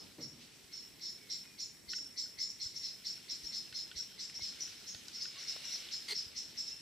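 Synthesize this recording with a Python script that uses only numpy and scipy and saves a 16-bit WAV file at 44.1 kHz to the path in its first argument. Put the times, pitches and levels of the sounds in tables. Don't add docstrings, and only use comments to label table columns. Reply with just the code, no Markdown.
import sys
import numpy as np
from scipy import signal
from scipy.io import wavfile

SR = 44100
rng = np.random.default_rng(int(sys.argv[2]) if len(sys.argv) > 2 else 0)


def master_out(mix):
    frames = np.transpose(np.atleast_2d(mix))
    ceiling = np.clip(frames, -1, 1)
    pcm = np.round(ceiling * 32767).astype(np.int16)
    wavfile.write(sys.argv[1], SR, pcm)


N = 300321

# (pitch [Hz], level against the strike [dB], time to fall by 60 dB [s])
RAIL_MODES = [(1490, 0.5, 0.041), (1837, 0, 0.03), (2664, 7, 0.017), (3017, 2, 0.036), (3400, 4, 0.014)]


def from_db(db):
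    return 10 ** (np.asarray(db) / 20)


def rms_one(x):
    return x / np.sqrt(np.mean(x ** 2) + 1e-20)


def in_time(rows):
    s, *columns = np.transpose(rows)
    return [np.interp(np.arange(N) / SR, s, column) for column in columns]


def at_hz(points, hz):
    points_hz, level_db = np.transpose(points)
    return np.interp(np.log(hz), np.log(points_hz), level_db)


def drift(rate_hz, size=N):
    r = np.exp(-2 * np.pi * rate_hz * 20 / SR)
    noise = rng.standard_normal(size // 20 + 2002)
    slow = signal.lfilter([1], [1, -2 * r, r * r], noise)[2000:]
    return np.interp(np.arange(size) / 20, np.arange(len(slow)), rms_one(slow))


def resonance(x, hz, width_hz):
    r = np.exp(-np.pi * width_hz / SR)
    top = np.array([1, 0, -1]) * (1 - r * r) / 2
    return signal.lfilter(top, [1, -2 * r * np.cos(2 * np.pi * hz / SR), r * r], x)


def rings(x, table, spread_db):
    chance_db = spread_db * rng.standard_normal(len(table))
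    total = 0
    for luck_db, (hz, width_hz, level_db) in zip(chance_db, table):
        twice = resonance(resonance(x, hz, width_hz), hz, width_hz)
        total = total + from_db(level_db + luck_db) * twice
    return rms_one(total)


def ring(hz, t60):
    t = np.arange(int(t60 * SR)) / SR
    return np.minimum(t / 0.0015, 1) * from_db(-60 * t / t60) * np.sin(2 * np.pi * hz * t)


def swell(t, lead, rise, held, t60):
    up = np.clip((t + lead) / rise, 0, 1)
    dying = np.maximum(t + lead - rise - held, 0)
    return np.sin(np.pi / 2 * up) ** 2 * from_db(-60 * dying / t60)


def played(x, envelope):
    return rms_one(x * envelope) * np.sqrt(np.mean(envelope ** 2))


def add(out, s, sound):
    i = round(s * SR)
    sound = sound[..., max(-i, 0):N - i]
    out[..., max(i, 0):max(i, 0) + sound.shape[-1]] += sound


def both_ears(size, alike, flutter_db, flutter_hz, grain_db):
    grains_db = grain_db * np.minimum(rng.exponential(1, size), 5)
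    level_db = flutter_db * drift(flutter_hz, size=size) + grains_db
    mid, side = rng.standard_normal((2, size)) * from_db(level_db)
    alike = np.clip(alike, 0, 1)
    return mid + np.sqrt((1 - alike) / (1 + alike)) * side * [[1], [-1]]


def banded_noise(spectrum, patchy_db):
    # (pitch [Hz], likeness [0 to 1])
    likeness = [(30, .95), (60, 0.88), (250, 0.4), (1400, 0.57), (4000, 0.62), (9000, 0.053), (15000, 0.41)]
    low_end, high_end = spectrum[0][0], spectrum[-1][0]
    edges = np.geomspace(low_end, high_end, int(3 * np.log2(high_end / low_end)))
    out, together, white = 0, drift(0.98), rng.standard_normal((2, 2, N))
    for k, (low, high) in enumerate(zip(edges, edges[1:])):
        band = signal.butter(2, [low, high], "band", fs=SR, output="sos")
        mid, side = signal.sosfilt(band, white[k % 2])
        hz = np.sqrt(low * high)
        alike = np.clip(at_hz(likeness, hz), -1, 1)
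        flicker_db = patchy_db * (0.71 * together + drift(10.3))
        gain = from_db(at_hz(spectrum, hz) + flicker_db)
        out = out + gain * (np.sqrt(1 + alike) * mid + np.sqrt(1 - alike) * side * [[1], [-1]])
    return rms_one(out)


def open_air():
    # (pitch [Hz], relative level [dB])
    air_colour = [(1000, -15), (2000, 3), (4000, -42), (8000, 1.5), (11000, -3), (15700, -5)]
    return from_db(-65) * banded_noise(air_colour, patchy_db=1.5)


def traffic_hum():
    # (pitch [Hz], relative level [dB])
    hum_colour = [(15, -49), (25, -10), (54, -5.5), (169, 0), (205, 1), (386, -3), (579, -12), (738, -12),
                  (1200, -16.5), (1560, -45), (2640, -120)]
    steady_db, start_extra_db, settles_s = -65, 11, 0.15
    left_to_settle = np.clip(1 - np.arange(N) / SR / settles_s, 0, 1)
    return from_db(steady_db + start_extra_db * left_to_settle) * banded_noise(hum_colour, patchy_db=0.97)


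def whine():
    # (pitch [Hz], level before swell and waver [dB rms])
    tones = [(7800, -78.5), (7825, -79)]
    # (time [s], level [dB])
    growth = [(0, -2), (3.5, -0.5), (6.81, 0)]
    t, out = np.arange(N) / SR, 0
    growth_db, = in_time(growth)
    for hz, level_db in tones:
        swing_db = 0.8 * drift(4.0)
        wobble = 0.3 * drift(3.0)
        gain = np.sqrt(2) * from_db(level_db + swing_db + growth_db)
        out = out + gain * np.sin(2 * np.pi * hz * t + wobble)
    return out


def whistles():
    # (start [s], end [s], start pitch [Hz], end pitch [Hz], level before fade and waver [dB rms])
    calls = [(.68, 0.796, 2170, 2130, -72), (1.182, 1.378, 2290, 2080, -69.5),
             (1.42, 1.575, 2490, 2420, -70), (1.595, 1.63, 2440, 2480, -68),
             (4.04, 4.193, 3200, 3150, -66.5), (4.404, 4.433, 2180, 2150, -58),
             (5.355, 5.398, 1067, 1160, -68), (5.672, 5.71, 2750, 2660, -62), (6.668, 6.8, 2710, 2690, -69)]
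    out = np.zeros(N)
    for start, end, start_hz, end_hz, level_db in calls:
        size = int((end - start) * SR)
        phase = 2 * np.pi * np.cumsum(np.linspace(start_hz, end_hz, size)) / SR
        phase = phase + 0.6 * drift(30.0, size=size)
        waver_db = 3.0 * drift(25.0, size=size)
        fade = np.hanning(size) ** 0.14
        add(out, start, np.sqrt(2) * from_db(level_db + waver_db) * fade * np.sin(phase))
    return out


def thumps():
    # (time [s], peak level [dB], pitch [Hz])
    pushes = [(1.868, -58, 60.3), (2.65, -51.5, 81), (3.329, -62, 82), (3.425, -54, 51), (3.95, -52, 62),
              (4.413, -51, 82.4), (4.941, -54.5, 81.4), (6.256, -53, 94.5), (6.359, -60, 60.7)]
    out = np.zeros(N)
    for s, peak_db, hz in pushes:
        t = np.arange(int(1.9 / hz * SR)) / SR
        add(out, s, from_db(peak_db) * np.hanning(len(t)) * np.cos(2 * np.pi * hz * (t - t[-1] / 2)))
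    return out


def knock():
    # (time [s], level [dB])
    blows = [(0.182, -45.5)]
    # (pitch [Hz], relative level [dB], time to fall by about 18 dB [s])
    modes = [(141, -7, 0.49), (234, -9.5, 0.53), (300, -1.5, 0.15), (385, -1, 0.042), (480, 0, 0.053),
             (556, -10, 0.069), (960, -25, 0.05)]
    out, t = np.zeros(N), np.arange(int(0.3 * SR)) / SR
    for s, blow_db in blows:
        for hz, level_db, fall_s in modes:
            rattle = rms_one(resonance(rng.standard_normal(len(t)), hz, 29)) * np.minimum(t / 0.0045, 1)
            add(out, s, from_db(blow_db + level_db - 5.0 - 60 * t / (3.3 * fall_s)) * rattle)
    return out


def wheel_hiss():
    # (time [s], level [dB])
    rolling = [(0.0, -62.5), (0.39, -63.5), (0.42, -58.5), (0.5, -62.5), (1.48, -62.5), (1.75, -65.5),
               (2.07, -62.5), (3.07, -62), (3.24, -59.5), (3.75, -60), (4.15, -61), (4.55, -55.5),
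               (5.28, -56), (5.42, -54.5), (5.9, -53), (6.05, -54.5), (6.31, -57.5), (6.81, -59)]
    # (pitch [Hz], relative level [dB])
    roll_colour = [(290, -14), (500, -22), (1180, -17.5), (1490, -10), (1730, -13), (2280, -5.5),
                   (3390, -4), (4310, -3.5), (4990, -5), (5400, -5), (6680, -11), (12000, -24.5),
                   (15600, -58), (22000, -120)]
    rolling_db, = in_time(rolling)
    return from_db(rolling_db + 1.0 + 1.15 * drift(300.0)) * banded_noise(roll_colour, patchy_db=1.4)


def wash():
    # (time [s], level [dB])
    passing = [(5.27, -69), (5.36, -54), (5.6, -54), (5.88, -55.5), (5.95, -66), (6.06, -76)]
    # (pitch [Hz], width of each resonance pass [Hz], relative level [dB])
    broad_rings = [(603, 370, -11), (1590, 470, -8), (2290, 570, 1), (2870, 490, 3.5), (3800, 1500, 2),
                   (7150, 3100, -16)]
    s, level_db = np.transpose(passing)
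    t = np.arange(s[0], s[-1], 1 / SR)
    noise = both_ears(len(t), alike=1.0, flutter_db=0.0, flutter_hz=120, grain_db=4.0)
    noise = noise * from_db(1.5 * drift(13.0, size=len(t)))
    out = np.zeros((2, N))
    add(out, s[0], from_db(np.interp(t, s, level_db)) * rings(noise, broad_rings, 0))
    return out


def wheel_ticks():
    # (time [s], strike level of the rail tones [dB], crack level [dB], crack pitch [Hz])
    joints = [(0.994, -68, -51, 4450), (1.4537, -72, -49.5, 2000), (1.933, -42.5, -45, 3000),
              (1.983, -55, -63, 3000), (3.7255, -51, -41, 4300), (3.914, -49, -45, 3300),
              (4.297, -69, -47, 2300), (4.3007, -60, -52, 7460), (4.677, -57, -50, 3500),
              (4.9472, -53, -39.5, 3920), (5.083, -59, -37, 4960), (5.254, -47, -46, 4300),
              (5.431, -56, -48, 1700), (5.564, -63, -51, 1200), (5.756, -68, -58, 1600),
              (5.888, -62, -44, 3220), (5.905, -64, -46, 2800), (5.939, -58, -60, 1500)]
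    out, t = np.zeros(N), np.arange(500) / SR
    for s, strike_db, crack_db, crack_hz in joints:
        for hz, level_db, t60 in RAIL_MODES:
            add(out, s, from_db(strike_db + level_db + 1.5 * rng.standard_normal()) * ring(hz, t60))
        crack = rings(rng.standard_normal(len(t)), [(crack_hz, 0.44 * crack_hz, 0)], 0)
        add(out, s, from_db(crack_db - 60 * t / 0.018) * crack)
    return out


def rail_pings():
    # (time [s], level [dB])
    pings = [(2.0602, -58), (2.258, -56), (2.6579, -57), (3.0205, -65), (3.1, -58), (3.1797, -58),
             (3.9988, -56), (4.118, -57)]
    out = np.zeros(N)
    hz, _, t60 = RAIL_MODES[0]
    for s, level_db in pings:
        add(out, s, from_db(level_db) * ring(hz, t60))
    return out


def dull_taps():
    # (time [s], level before soft start and roughness [dB], pitch [Hz])
    taps = [(4.394, -36, 830), (4.9462, -41.5, 696), (5.5623, -31.5, 570), (5.756, -40.5, 700),
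            (5.868, -41, 442)]
    out = np.zeros(N)
    for s, level_db, hz in taps:
        tone = ring(hz, 0.006)
        add(out, s, from_db(level_db) * tone * (1 + 0.6 * rng.standard_normal(len(tone))))
    return out


def scrape():
    # (time [s], level [dB])
    jolt_table = [(6.08, -41), (6.086, -43.5), (6.094, -41), (6.1, -42), (6.107, -37.5), (6.114, -43.5),
                  (6.12, -38.5), (6.129, -40.5), (6.139, -43), (6.148, -46)]
    # (pitch [Hz], width of each resonance pass [Hz], relative level [dB])
    metal_rings = [(370, 160, -15), (940, 220, -15.5), (1470, 520, -17), (2080, 320, -2.5),
                   (3440, 1800, -7.5), (4180, 130, 5), (4420, 80, -1), (4660, 100, 7), (4740, 200, -5),
                   (5570, 920, -10), (8900, 2500, -16), (11600, 4100, -27.5)]
    # (start [s], length [s], pitch [Hz], level before its envelope [dB])
    hollow_note = (6.114, .034, 425, -52)
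    damp_s, damp_db, jolt_t60 = 6.134, -8, 0.038
    t, out = np.arange(jolt_table[0][0], jolt_table[-1][0] + 0.035, 1 / SR), np.zeros((2, N))
    jolts = sum(swell(t - s, 0, 0.00094, 0.003, jolt_t60) * from_db(level_db) for s, level_db in jolt_table)
    grains = both_ears(len(t), alike=0.93, flutter_db=1.0, flutter_hz=300, grain_db=2.5)
    damped = from_db(damp_db * np.clip((t - damp_s) / 0.001, 0, 1))
    add(out, t[0], damped * rings(grains * jolts, metal_rings, 0) * np.sqrt(np.mean(jolts ** 2)))
    start, length, hz, level_db = hollow_note
    size = int(length * SR)
    rough = rings(rng.standard_normal(2 * size), [(hz, 30, 0)], 0)[size:]
    add(out, start, from_db(level_db) * played(rough, np.hanning(size)))
    return out


def chirps():
    # (time [s], main ring level [dB], first ring [Hz], later ring [Hz], lingering ring [Hz],
    #  upper ring [Hz], low rasp level against the ring [dB], basic holding time [s])
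    puffs = [(0.0, -53, 5260, 5240, 5350, 6800, -8, 0.0082),
             (0.22, -45, 5500, 5450, 5480, 7040, -10, 0.015),
             (0.737, -48, 5380, 5450, 5360, 7050, -9, 0.056),
             (1.025, -45.5, 5470, 5280, 5300, 6930, -5.5, 0.066),
             (1.312, -42.5, 5460, 5354, 5440, 7300, -3.5, 0.028),
             (1.603, -42.5, 5560, 5330, 5460, 6950, -7, 0.031),
             (1.905, -43, 5520, 5330, 5440, 7230, -4, 0.017),
             (1.956, -41.5, 5440, 5420, 5410, 7140, -17, 0.024),
             (2.185, -39.5, 5470, 5210, 5350, 7330, -7, 0.029),
             (2.4, -39, 5350, 5330, 5450, 7100, -8, 0.04), (2.497, -47, 5470, 5610, 5400, 7140, -27, 0.01),
             (2.618, -41.5, 5440, 5285, 5350, 7240, -5.5, 0.031),
             (2.764, -44.5, 5450, 5480, 5570, 7100, -10, 0.03),
             (2.84, -43, 5370, 5200, 5310, 7260, -4.5, 0.038),
             (3.063, -42, 5350, 5430, 5390, 7200, -4, 0.036),
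             (3.305, -42, 5440, 5160, 5400, 7170, -4.5, 0.017),
             (3.446, -45, 5420, 5430, 5450, 7040, -10, 0.037),
             (3.539, -42.5, 5400, 5190, 5230, 7200, -4, 0.041),
             (3.756, -43, 5310, 5205, 5120, 7000, -4, 0.048),
             (3.972, -41, 5500, 5500, 5320, 7430, -8, 0.03),
             (4.202, -44.5, 5470, 5140, 5050, 7340, -4.5, 0.037),
             (4.353, -44.5, 5460, 5560, 5380, 6740, -15, 0.024),
             (4.423, -43.5, 5400, 5240, 5170, 7400, -5, 0.048),
             (4.613, -42, 5840, 5330, 5320, 7050, -14, 0.017),
             (4.876, -48, 5700, 5290, 5180, 6500, -10, 0.038),
             (5.144, -48, 5300, 5350, 5200, 6800, -6, 0.052),
             (5.219, -42, 5250, 5140, 5200, 6600, -5, 0.018),
             (5.393, -49, 5540, 5450, 5440, 7060, -5.5, 0.039),
             (5.485, -41, 5320, 5280, 5380, 7240, -7.5, 0.023),
             (5.65, -45, 5580, 5430, 5560, 7300, -21, 0.047),
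             (5.724, -43, 5640, 5220, 5260, 7240, -4.5, 0.033),
             (5.925, -43, 5360, 5190, 5250, 7100, -4.5, 0.036),
             (6.158, -41.5, 5360, 5176, 5080, 7200, -6, 0.042),
             (6.37, -42, 5560, 5350, 5520, 7350, -8.5, 0.029),
             (6.583, -41.5, 5300, 5466, 5320, 7450, -11, 0.03),
             (6.682, -43.5, 5350, 5340, 5300, 6950, -10.5, 0.012)]
    # (pitch [Hz], width of each resonance pass [Hz], relative level [dB])
    rasp_rings = [(3680, 280, -18.5), (4027, 700, -5.5), (4100, 115, -7), (4240, 74, 1.5), (4460, 70, 1),
                  (4670, 124, 0.5)]
    # (time [s], left over right [dB])
    engine_pan = [(0, -.8), (1.5, 0), (4.5, 0.5), (5.2, .3), (6.81, 0)]
    t60 = 0.31
    out, t = np.zeros((2, N)), np.arange(-0.05, 0.5, 1 / SR)
    for s, ring_db, first_hz, later_hz, tail_hz, upper_hz, rasp_db, held in puffs:
        luck = rng.standard_normal(5)
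        base_width_hz = 163 if rasp_db < -8.5 else 310
        width_hz = base_width_hz * (1 + 0.18 * s)
        lag_db = 0.11 * (ring_db + 46)
        side_hz, side_db = 5790 + 160 * luck[0], -8.5 + luck[1] - lag_db
        upper_db = -14.5 + 3.5 * luck[2] - lag_db
        low_hz, low_db = 2085 + 41 * luck[4], -21.5 + 2.0 * luck[3]
        air = both_ears(len(t), alike=0.7, flutter_db=0.24, flutter_hz=252, grain_db=1.5)

        def stutter():
            return from_db(1.0 * drift(35, size=len(t)))

        def one(hz, width_hz):
            return rings(air, [(hz, width_hz, 0)], 0)

        def layer(level_db, noise, lead, rise, held_s, fall_s):
            return from_db(level_db) * played(noise, swell(t, lead, rise, held_s, fall_s))

        shift = 0.49 + 0.4 * np.clip((t - 0.015) / 0.013, 0, 1)
        first = np.cos(shift) * one(first_hz, 0.56 * width_hz)
        later = np.sin(shift) * one(later_hz, 0.22 * width_hz) * stutter()
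        sound = layer(0, first + later, 0.011, 0.009 + 0.22 * held, 0.9 * held, t60)
        sound += layer(-7.0, one(5280, 620), 0.016, 0.0085, 0.64 * held, 1.25 * t60)
        sound += layer(-20, one(tail_hz, 110) * stutter(), 0, 0.043, held, 8.5 * t60)
        sound += layer(side_db, one(side_hz, 270), 0.024, 0.023, 0.35 * held, 1.2 * t60)
        sound += layer(rasp_db, rings(air, rasp_rings, 2.0), 0.028, 0.024, 0.83 * held, 1.12 * t60)
        sound += layer(upper_db, one(upper_hz, 0.83 * width_hz), 0.0029, 0.0092, held, 1.13 * t60)
        sound += layer(low_db, one(low_hz, 220) * stutter(), 0.031, 0.008, 0.65 * held, 0.89 * t60)
        sound += layer(-27.5, one(12300, 3800), 0.0093, 0.029, 0.37 * held, 0.052 * t60)
        add(out, s + t[0], from_db(ring_db) * sound)
    return out * from_db(in_time(engine_pan)[0] * [[0.5], [-0.5]])


def scene():
    background = open_air() + traffic_hum() + whine() + whistles() + thumps() + knock()
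    train = wheel_hiss() + wash() + wheel_ticks() + rail_pings() + dull_taps() + scrape()
    return background + train + chirps()


def record(dry):
    thin = signal.sosfilt(signal.butter(2, 36.0, "high", fs=SR, output="sos"), dry)
    return signal.sosfilt(signal.cheby2(14, 70, 16050, fs=SR, output="sos"), thin)


dry = scene()
out = record(dry)
master_out(out)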